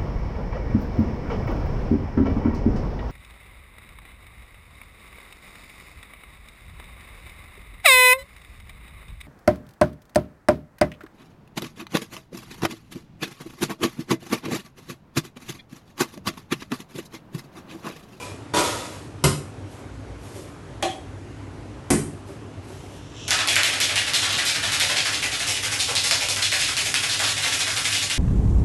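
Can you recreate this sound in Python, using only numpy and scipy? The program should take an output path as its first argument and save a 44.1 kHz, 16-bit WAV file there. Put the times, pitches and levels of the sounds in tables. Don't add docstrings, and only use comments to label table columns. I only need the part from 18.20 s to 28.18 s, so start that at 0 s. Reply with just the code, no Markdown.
import sys
import numpy as np
from scipy import signal
from scipy.io import wavfile
from scipy.ndimage import uniform_filter1d

SR = 44100
rng = np.random.default_rng(int(sys.argv[2]) if len(sys.argv) > 2 else 0)


def dump_mix(stems):
    frames = np.atleast_2d(stems).T
    limited = np.clip(frames, -1, 1)
    pcm = np.round(limited * 32767).astype(np.int16)
    wavfile.write(sys.argv[1], SR, pcm)


N = 440118


def gain_of(db):
    return 10 ** (np.asarray(db) / 20)


def unit_rms(x):
    return x / np.sqrt(np.mean(x ** 2) + 1e-20)


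def value_at(points, hz):
    points_hz, values = np.transpose(points)
    return np.interp(np.log(hz + 1), np.log(points_hz + 1), values)


def add(mix, start_s, sound):
    part = mix[max(round(start_s * SR), 0):][:len(sound)]
    part += sound[:len(part)]


def unroll(rows):
    times_s, *columns = np.transpose(rows)
    t = np.arange(times_s[0], times_s[-1], 1 / SR)
    return times_s[0], [np.interp(t, times_s, column) for column in columns]


def colour(x, spectrum):
    hz = abs(np.fft.fftfreq(4096, 1 / SR))
    log_gain = np.log(gain_of(np.maximum(value_at(spectrum, hz), -100)))
    taps = np.fft.ifft(np.exp(np.conj(signal.hilbert(log_gain)))).real[:2048]
    return signal.oaconvolve(x, taps / np.linalg.norm(taps))[:len(x)]


def resonate(x, hz, *widths_hz):
    for width_hz in widths_hz:
        r = np.exp(-np.pi * width_hz / SR)
        feedback = [1, -(1 + r * r) * np.cos(2 * np.pi * hz / SR), r * r]
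        x = signal.lfilter([1, 0, -1], feedback, x) * np.sqrt((1 - r * r) / 2)
    return x


def ring(x, modes):
    return sum((-1) ** k * gain_of(db) * resonate(x, hz, width_hz)
               for k, (hz, width_hz, db) in enumerate(modes))


def ticks(size, per_s, spread_db=3):
    strength = gain_of(spread_db * np.minimum(rng.exponential(1, size), 4))
    sign = rng.choice([-1., 1.], size)
    return unit_rms(strength * sign * (rng.random(size) < per_s / SR))


def struck(modes):
    t = np.arange(SR // 2) / SR
    x = sum(gain_of(db - 60 * t / t60_s) * np.sin(2 * np.pi * hz * t) for hz, db, t60_s in modes)
    return x / abs(x).max()


def tilt(x, db):
    low = signal.lfilter(*signal.butter(1, 2500, fs=SR), x)
    return low * gain_of(-db) + (x - low) * gain_of(db)


def blow(hit, spectrum, modes):
    start_s, crack_db, t60_s, body_db = hit
    out, t = np.zeros(N), np.arange(SR // 2) / SR
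    crack = colour(rng.standard_normal(len(t)) * gain_of(crack_db - 60 * t / t60_s), spectrum)
    rebounds = .08 * ticks(len(t), per_s=400, spread_db=2.5) * gain_of(-60 * t / (2 * t60_s))
    rebounds[0] = 1
    body = signal.oaconvolve(struck(modes), rebounds)[:len(t)] * (1 - np.exp(-t / .003))
    add(out, start_s, crack + gain_of(body_db) * body / abs(body).max())
    return out


def room(x):
    # f/Hz, t60/s
    decay = [(100, .45), (400, .4), (1500, .36), (5000, .37), (9000, .42), (12000, .36)]
    out = np.zeros(N)
    crossfade_rad = 2 * np.pi * 6.1 * np.arange(N) / SR
    for k in range(6):
        echoes = np.zeros(SR // 2)
        slots = np.arange(130, len(echoes) - 10, 10)
        echoes[slots + rng.integers(0, 10, len(slots))] = rng.choice([-1., 1.], len(slots))
        hz, t, bands = signal.stft(echoes, SR, nperseg=256)
        fade = gain_of(-60 * t / value_at(decay, hz)[:, None])
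        tail = signal.istft(bands * fade, SR, nperseg=256)[1]
        share = np.sqrt(2 / 6) * np.cos(crossfade_rad + k * np.pi / 6)
        out += signal.oaconvolve(x * share, tail / np.linalg.norm(tail))[:N]
    return out


def fans():
    # f/Hz, relative level/dB
    spectrum = [(30, -36), (50, -15), (80, -3), (125, -5), (200, -8), (280, -4), (450, -10), (1000, -16),
                (2500, -25), (4000, -31), (6300, -34), (11000, -40), (12000, -50)]
    # t/s, level/dB
    background = [(0, -42), (4.6, -42.5), (7.2, -43.5), (8, -47), (9.98, -47)]
    frames, hz = N // 512 + 5, np.fft.rfftfreq(2048, 1 / SR)
    real, imag, patches = rng.standard_normal((frames, len(hz), 3)).T
    drift_db = 1.2 * unit_rms(uniform_filter1d(uniform_filter1d(patches, 20, axis=0), 8, axis=1))
    bands = (real + 1j * imag) * gain_of(value_at(spectrum, hz)[:, None] + drift_db)
    air = signal.istft(bands, nperseg=2048, noverlap=1536)[1][:N]
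    level_db = np.interp(np.arange(N) / SR, *np.transpose(background))
    return gain_of(level_db) * unit_rms(air)


def refrigerators():
    # f/Hz, width/Hz, level/dB
    hum = [(100, 12, -42), (152, 14, -53), (260, 14, -54), (298, 10, -52), (396, 14, -57)]
    # t/s, level/dB
    throb = [(0, -56), (.9, -58), (1.3, -52), (1.92, -43), (2.42, -51), (3.22, -44), (3.7, -52), (4.2, -56),
             (4.86, -49), (5.6, -57), (7, -54), (8.5, -52), (9.2, -57), (9.98, -58)]
    # t/s, f/Hz, level/dB
    whine = [(2.8, 8350, -84), (3.3, 8600, -80), (3.7, 8900, -79)]
    out = ring(rng.standard_normal(N), hum)
    start_s, (db,) = unroll(throb)
    low_noise = resonate(rng.standard_normal(N)[:len(db)], 57, 9, 9)
    add(out, start_s, gain_of(db) * unit_rms(low_noise))
    start_s, (hz, db) = unroll(whine)
    waver = 1 + .6 * unit_rms(uniform_filter1d(rng.standard_normal(SR), size=900))[:len(db)]
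    add(out, start_s, gain_of(db) * waver * np.sin(2 * np.pi * np.cumsum(hz) / SR))
    return out


def handling():
    # t/s, relative level/dB, tilt/dB
    brushes = [
        [(1.46, -53, -2.6), (1.496, -58, -2.6), (1.516, -49, -2.6), (1.598, -54, -2.6), (1.62, -52, -2.6)],
        [(1.95, -63, -2.6), (1.956, -55, -2.6), (1.994, -59, -2.6), (2.044, -47, -2.6), (2.112, -49, -2.6),
         (2.166, -42, -2.6), (2.344, -62, -2.6), (2.35, -57, -2.6)],
        [(4.04, -65, -2.6), (4.05, -65, -2.6), (4.08, -48, -2.6), (4.104, -50, -2.6), (4.16, -65, -2.6)],
        [(4.4, -54, -2.6), (4.436, -60, -2.6), (4.446, -47, -2.6), (4.464, -58, -2.6), (4.482, -48, -2.6),
         (4.678, -54, -2.6), (4.758, -50, -2.6), (4.8, -54, -2.6)],
    ]
    # t/s, peak/dB, f/Hz
    knocks = [(2.159, -29, 380), (4.089, -33, 380), (4.499, -35, 380)]
    out = np.zeros(N)
    highpass = signal.butter(1, 700, "high", fs=SR)
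    for curve in brushes:
        start_s, (db, tilt_db) = unroll(curve)
        rub = signal.lfilter(*highpass, ticks(SR, per_s=6000, spread_db=2.5)[:len(db)])
        add(out, start_s, gain_of(db - 3) * tilt(rub, tilt_db) * signal.windows.tukey(len(db), .2))
    for start_s, db, hz in knocks:
        add(out, start_s, gain_of(db) * struck([(hz, -.5, .12), (1.5 * hz, -5, .08)]))
    return out


def scoop_and_cubes():
    # t/s, relative level/dB, tilt/dB
    rattles = [
        [(0.0, -32, 0.1), (0.114, -44, 0.1), (0.12, -48, 0.1), (0.25, -60, 0.1)],
        [(0.336, -28, 0.1), (0.342, -22, 0.1), (0.384, -15, 0.1), (0.41, -22, 0.1), (0.76, -42, 0.1),
         (0.876, -53, 0.1), (0.88, -60, 0.1)],
    ]
    # f/Hz, relative level/dB
    bin_spectrum = [(88, -45), (150, -15), (423, 0), (464, 0), (870, -8), (972, -4), (1760, -11),
                    (3550, -11), (11000, -18), (11800, -18), (12500, -61), (16200, -91), (22000, -120)]
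    # f/Hz, relative level/dB, t60/s
    scoop_modes = [(340, -10, .1), (440, -4, .1), (580, -10, .1), (970, -.5, .16), (1260, -9, .15),
                   (1432, -8, .1), (1880, -12, .12), (3530, -10, .2), (4450, -15, .1), (6700, -17, .15)]
    tin_modes = [(1000, -4, .12), (2400, -.5, .1), (2520, -3, .08), (7200, -14, .08)]
    # t/s, peak/dB
    scoop_knocks = [(.339, -11), (.368, -15), (.382, -12), (.449, -23), (.525, -21), (.599, -31),
                    (.719, -36)]
    tin_clinks = [(.002, -33), (.024, -30), (.11, -42)]
    out = np.zeros(N)
    scoop_bands = [(hz, 4 / t60_s, db) for hz, db, t60_s in scoop_modes]
    for curve in rattles:
        start_s, (db, tilt_db) = unroll(curve)
        hits = ticks(SR, per_s=2000)[:len(db)]
        plastic = tilt(colour(hits, bin_spectrum), tilt_db)
        scoop = gain_of(-12) * unit_rms(ring(hits, scoop_bands))
        add(out, start_s, gain_of(db - 6) * (plastic + scoop))
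    for start_s, db in scoop_knocks:
        add(out, start_s, gain_of(db) * struck(scoop_modes))
    for start_s, db in tin_clinks:
        add(out, start_s, gain_of(db) * struck(tin_modes))
    return out


def lid_slam():
    # t/s, crack/dB, crack t60/s, body peak/dB
    hit = (1.0395, -12.5, .08, -12)
    # f/Hz, relative level/dB
    spectrum = [(60, -12), (150, -3), (400, -2.5), (800, -7), (1500, -10), (3000, -13), (6000, -15),
                (11000, -16), (12500, -28)]
    # f/Hz, relative level/dB, t60/s
    modes = [(86, -2.5, .3), (151, -.5, .3), (215, -12, .15), (295, -5, .18), (377, -2.5, .18),
             (590, -12, .1), (840, -14, .08)]
    return blow(hit, spectrum, modes)


def capping():
    # t/s, crack/dB, crack t60/s, body peak/dB
    hit = (2.6255, -18, .045, -16)
    # f/Hz, relative level/dB
    spectrum = [(150, -14), (350, -7), (750, -1), (1500, -7), (2200, -9), (3300, -5), (5000, -14),
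                (8000, -20), (11000, -22), (12500, -32)]
    # f/Hz, relative level/dB, t60/s
    modes = [(355, -9, .12), (651, -3, .12), (754, -1, .15), (1513, -18, .06), (2552, -16, .06),
             (3230, -10, .1), (3330, -9, .15), (4091, -20, .08), (5459, -22, .1), (7850, -24, .15),
             (10750, -24, .2)]
    return blow(hit, spectrum, modes)


def slap():
    # t/s, crack/dB, crack t60/s, body peak/dB
    hit = (3.7035, -16, .1, -10.5)
    # f/Hz, relative level/dB
    spectrum = [(80, -10), (225, -1), (400, -1), (950, -10), (1700, -9), (2600, -13), (3600, -21),
                (5500, -18), (9100, -9), (11500, -17), (12500, -30)]
    # f/Hz, relative level/dB, t60/s
    modes = [(105, -8, .22), (152, -1, .25), (225, -.5, .22), (290, -2.5, .2), (345, -2.5, .2),
             (393, -3, .18), (533, -14, .1), (700, -18, .06)]
    return blow(hit, spectrum, modes)


def ice_slide():
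    # t/s, relative level/dB
    loudness = [(4.5, -54), (4.69, -58), (4.73, -54), (4.894, -54), (4.996, -40), (5.062, -41),
                (5.084, -29), (5.09, -32)]
    # f/Hz, width/Hz, relative level/dB
    wall_modes = [(2600, 200, -9), (3100, 350, -.5), (3700, 500, -4), (5500, 500, -5), (6200, 500, -6),
                  (7300, 500, -10)]
    out = np.zeros(N)
    start_s, (db,) = unroll(loudness)
    scrape = unit_rms(ring(ticks(SR, per_s=1500), wall_modes))
    add(out, start_s, gain_of(db - 5) * scrape[:len(db)])
    return out


def shaking():
    # t/s, crack/dB, base/Hz, base/dB, wall/Hz, wall/dB, chips/dB, thud/dB
    strokes = [(5.0803, -14, 1780, -31, 3290, -29, -30, -38), (5.1072, -5, 1810, -20, 3530, -20, -26, -32),
               (5.18, -30, 1540, -22, 3440, -23, -32, -36), (5.2743, -8, 2330, -24, 3270, -20, -25, -32),
               (5.3118, -27, 2070, -26, 3360, -28, -29, -46), (5.3577, -5, 1940, -17, 3270, -21, -28, -32),
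               (5.4335, -6, 2270, -24, 2980, -27, -25, -39), (5.46, -21, 2100, -26, 3020, -25, -29, -37),
               (5.5253, -25, 1980, -26, 3420, -26, -30, -34), (5.6026, -8, 2220, -24, 3430, -19, -23, -36),
               (5.6859, -27, 2050, -25, 3150, -26, -32, -33), (5.7577, -10, 2140, -21, 3170, -18, -26, -36),
               (5.8665, -21, 1810, -27, 3070, -25, -31, -41), (5.9358, -9, 1920, -26, 3590, -18, -23, -35),
               (6.0206, -14, 1650, -23, 3360, -20, -28, -34), (6.0925, -17, 1660, -33, 3340, -24, -32, -39),
               (6.1264, -16, 1650, -31, 3380, -21, -34, -41), (6.1783, -18, 1850, -23, 3090, -23, -27, -35),
               (6.2526, -14, 2390, -30, 3830, -23, -25, -44), (6.2791, -33, 2310, -26, 3880, -24, -29, -42),
               (6.3449, -21, 1970, -24, 3480, -25, -31, -40), (6.4267, -22, 1720, -25, 3260, -22, -26, -34),
               (6.4751, -33, 1580, -32, 3160, -26, -34, -45), (6.5215, -12, 1720, -27, 3470, -21, -26, -39),
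               (6.5988, -8, 2160, -23, 3500, -18, -23, -33), (6.6881, -16, 1930, -24, 3290, -20, -28, -30),
               (6.7615, -15, 2010, -23, 3390, -18, -27, -35), (6.8503, -18, 1870, -22, 3690, -24, -27, -38),
               (6.9271, -20, 1900, -28, 3340, -23, -28, -38), (7.0224, -15, 2060, -23, 3110, -25, -27, -36),
               (7.1157, -21, 1950, -29, 3420, -22, -28, -41), (7.196, -17, 1940, -27, 3320, -24, -28, -36),
               (7.2688, -17, 2240, -29, 3060, -24, -21, -35), (7.2953, -17, 2220, -33, 3160, -33, -33, -47),
               (7.35, -33, 2070, -33, 3120, -27, -31, -42), (7.4284, -18, 1870, -26, 3090, -24, -25, -38),
               (7.5143, -19, 1940, -23, 3380, -27, -25, -43), (7.5911, -16, 2320, -30, 3560, -21, -23, -39),
               (7.6764, -19, 1430, -29, 3120, -27, -27, -32), (7.7532, -9, 2110, -31, 3650, -19, -27, -39),
               (7.837, -11, 2020, -26, 4170, -22, -21, -38), (7.9109, -1, 1870, -26, 4100, -19, -25, -31),
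               (8.0066, -18, 2340, -29, 3040, -24, -27, -33), (8.087, -8, 2320, -28, 3680, -24, -24, -38),
               (8.1618, -12, 1720, -26, 2920, -28, -29, -40), (8.2177, -23, 2040, -30, 3670, -17, -25, -42),
               (8.3184, -11, 2030, -20, 3800, -23, -22, -34), (8.3913, -20, 2180, -30, 3430, -25, -24, -44),
               (8.4147, -16, 2200, -28, 3450, -21, -32, -41), (8.4766, -23, 1950, -25, 3390, -26, -26, -38),
               (8.5679, -10, 2090, -29, 3030, -20, -24, -37), (8.6497, -16, 2150, -27, 3280, -25, -25, -37),
               (8.742, -5, 2000, -31, 3090, -19, -27, -41), (8.8258, -19, 2020, -26, 3090, -25, -26, -36),
               (8.8896, -20, 1740, -28, 3760, -21, -28, -46), (8.9211, -22, 2110, -31, 3340, -26, -29, -42),
               (8.9939, -12, 1550, -24, 3250, -24, -27, -31), (9.0328, -17, 2000, -33, 3700, -19, -26, -52),
               (9.0742, -26, 1820, -26, 3420, -24, -27, -40), (9.162, -33, 2080, -27, 3360, -26, -27, -39),
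               (9.2244, -15, 1880, -24, 3190, -23, -27, -38), (9.2523, -24, 2120, -31, 3300, -24, -28, -37),
               (9.3157, -19, 2090, -26, 3190, -25, -23, -41), (9.392, -17, 1990, -28, 3630, -21, -25, -35),
               (9.4658, -20, 1690, -24, 3570, -26, -28, -38), (9.5037, -22, 1930, -34, 3740, -30, -30, -51),
               (9.5581, -20, 1680, -28, 3400, -23, -26, -41), (9.6454, -14, 2160, -24, 3320, -22, -24, -38),
               (9.7187, -14, 2240, -30, 3130, -20, -24, -48), (9.7532, -22, 2310, -40, 3160, -25, -33, -42),
               (9.8155, -26, 2070, -30, 3690, -26, -26, -38), (9.8998, -10, 1930, -27, 3250, -23, -27, -43)]
    # f/Hz, relative level/dB
    chip_spectrum = [(3000, -20), (5200, -1), (7000, -3.5), (10500, -7), (11700, -12), (12500, -25)]
    crack_spectrum = [(500, -20), (1200, -6), (2500, -1), (4500, -1), (8000, -4), (11700, -6), (12500, -20)]
    rise_s, shower_t60_s, crack_t60_s = .006, .25, .006
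    body, cracks, chips = np.zeros((3, N))
    t = np.arange(SR // 3) / SR
    shower = (1 - np.exp(-t / rise_s)) * gain_of(-60 * t / shower_t60_s)
    crack_decay = gain_of(-60 * t / crack_t60_s)
    for start_s, crack_db, base_hz, base_db, wall_hz, wall_db, chips_db, thud_db in strokes:
        on_base, on_wall, on_hands, chip_hits = (ticks(len(t), per_s=1800) for _ in range(4))
        base = gain_of(base_db) * unit_rms(resonate(on_base, base_hz, 1200, 2200))
        wall = gain_of(wall_db) * unit_rms(resonate(on_wall, wall_hz, 2000, 4200))
        thud = gain_of(thud_db) * unit_rms(resonate(on_hands, 680, 500, 700))
        add(body, start_s, shower * (base + wall + thud))
        add(chips, start_s, shower * gain_of(chips_db) * chip_hits)
        add(cracks, start_s, crack_decay * gain_of(crack_db) * rng.choice([-.7, .7], len(t)))
    return body + colour(chips, chip_spectrum) + colour(cracks, crack_spectrum)


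def scene():
    direct = shaking() + ice_slide() + handling() + capping() + slap() + scoop_and_cubes() + lid_slam()
    return (direct + gain_of(1.5) * room(direct) + fans() + refrigerators())[None]


def record(dry):
    low_hz, high_hz = 45, 11900
    heard = signal.lfilter(*signal.butter(2, low_hz, "high", fs=SR), dry)
    lowpass = signal.firwin(255, high_hz, window=("kaiser", 8), fs=SR)
    return signal.oaconvolve(heard, lowpass[None], "same")


dry = scene()
out = record(dry)
dump_mix(out)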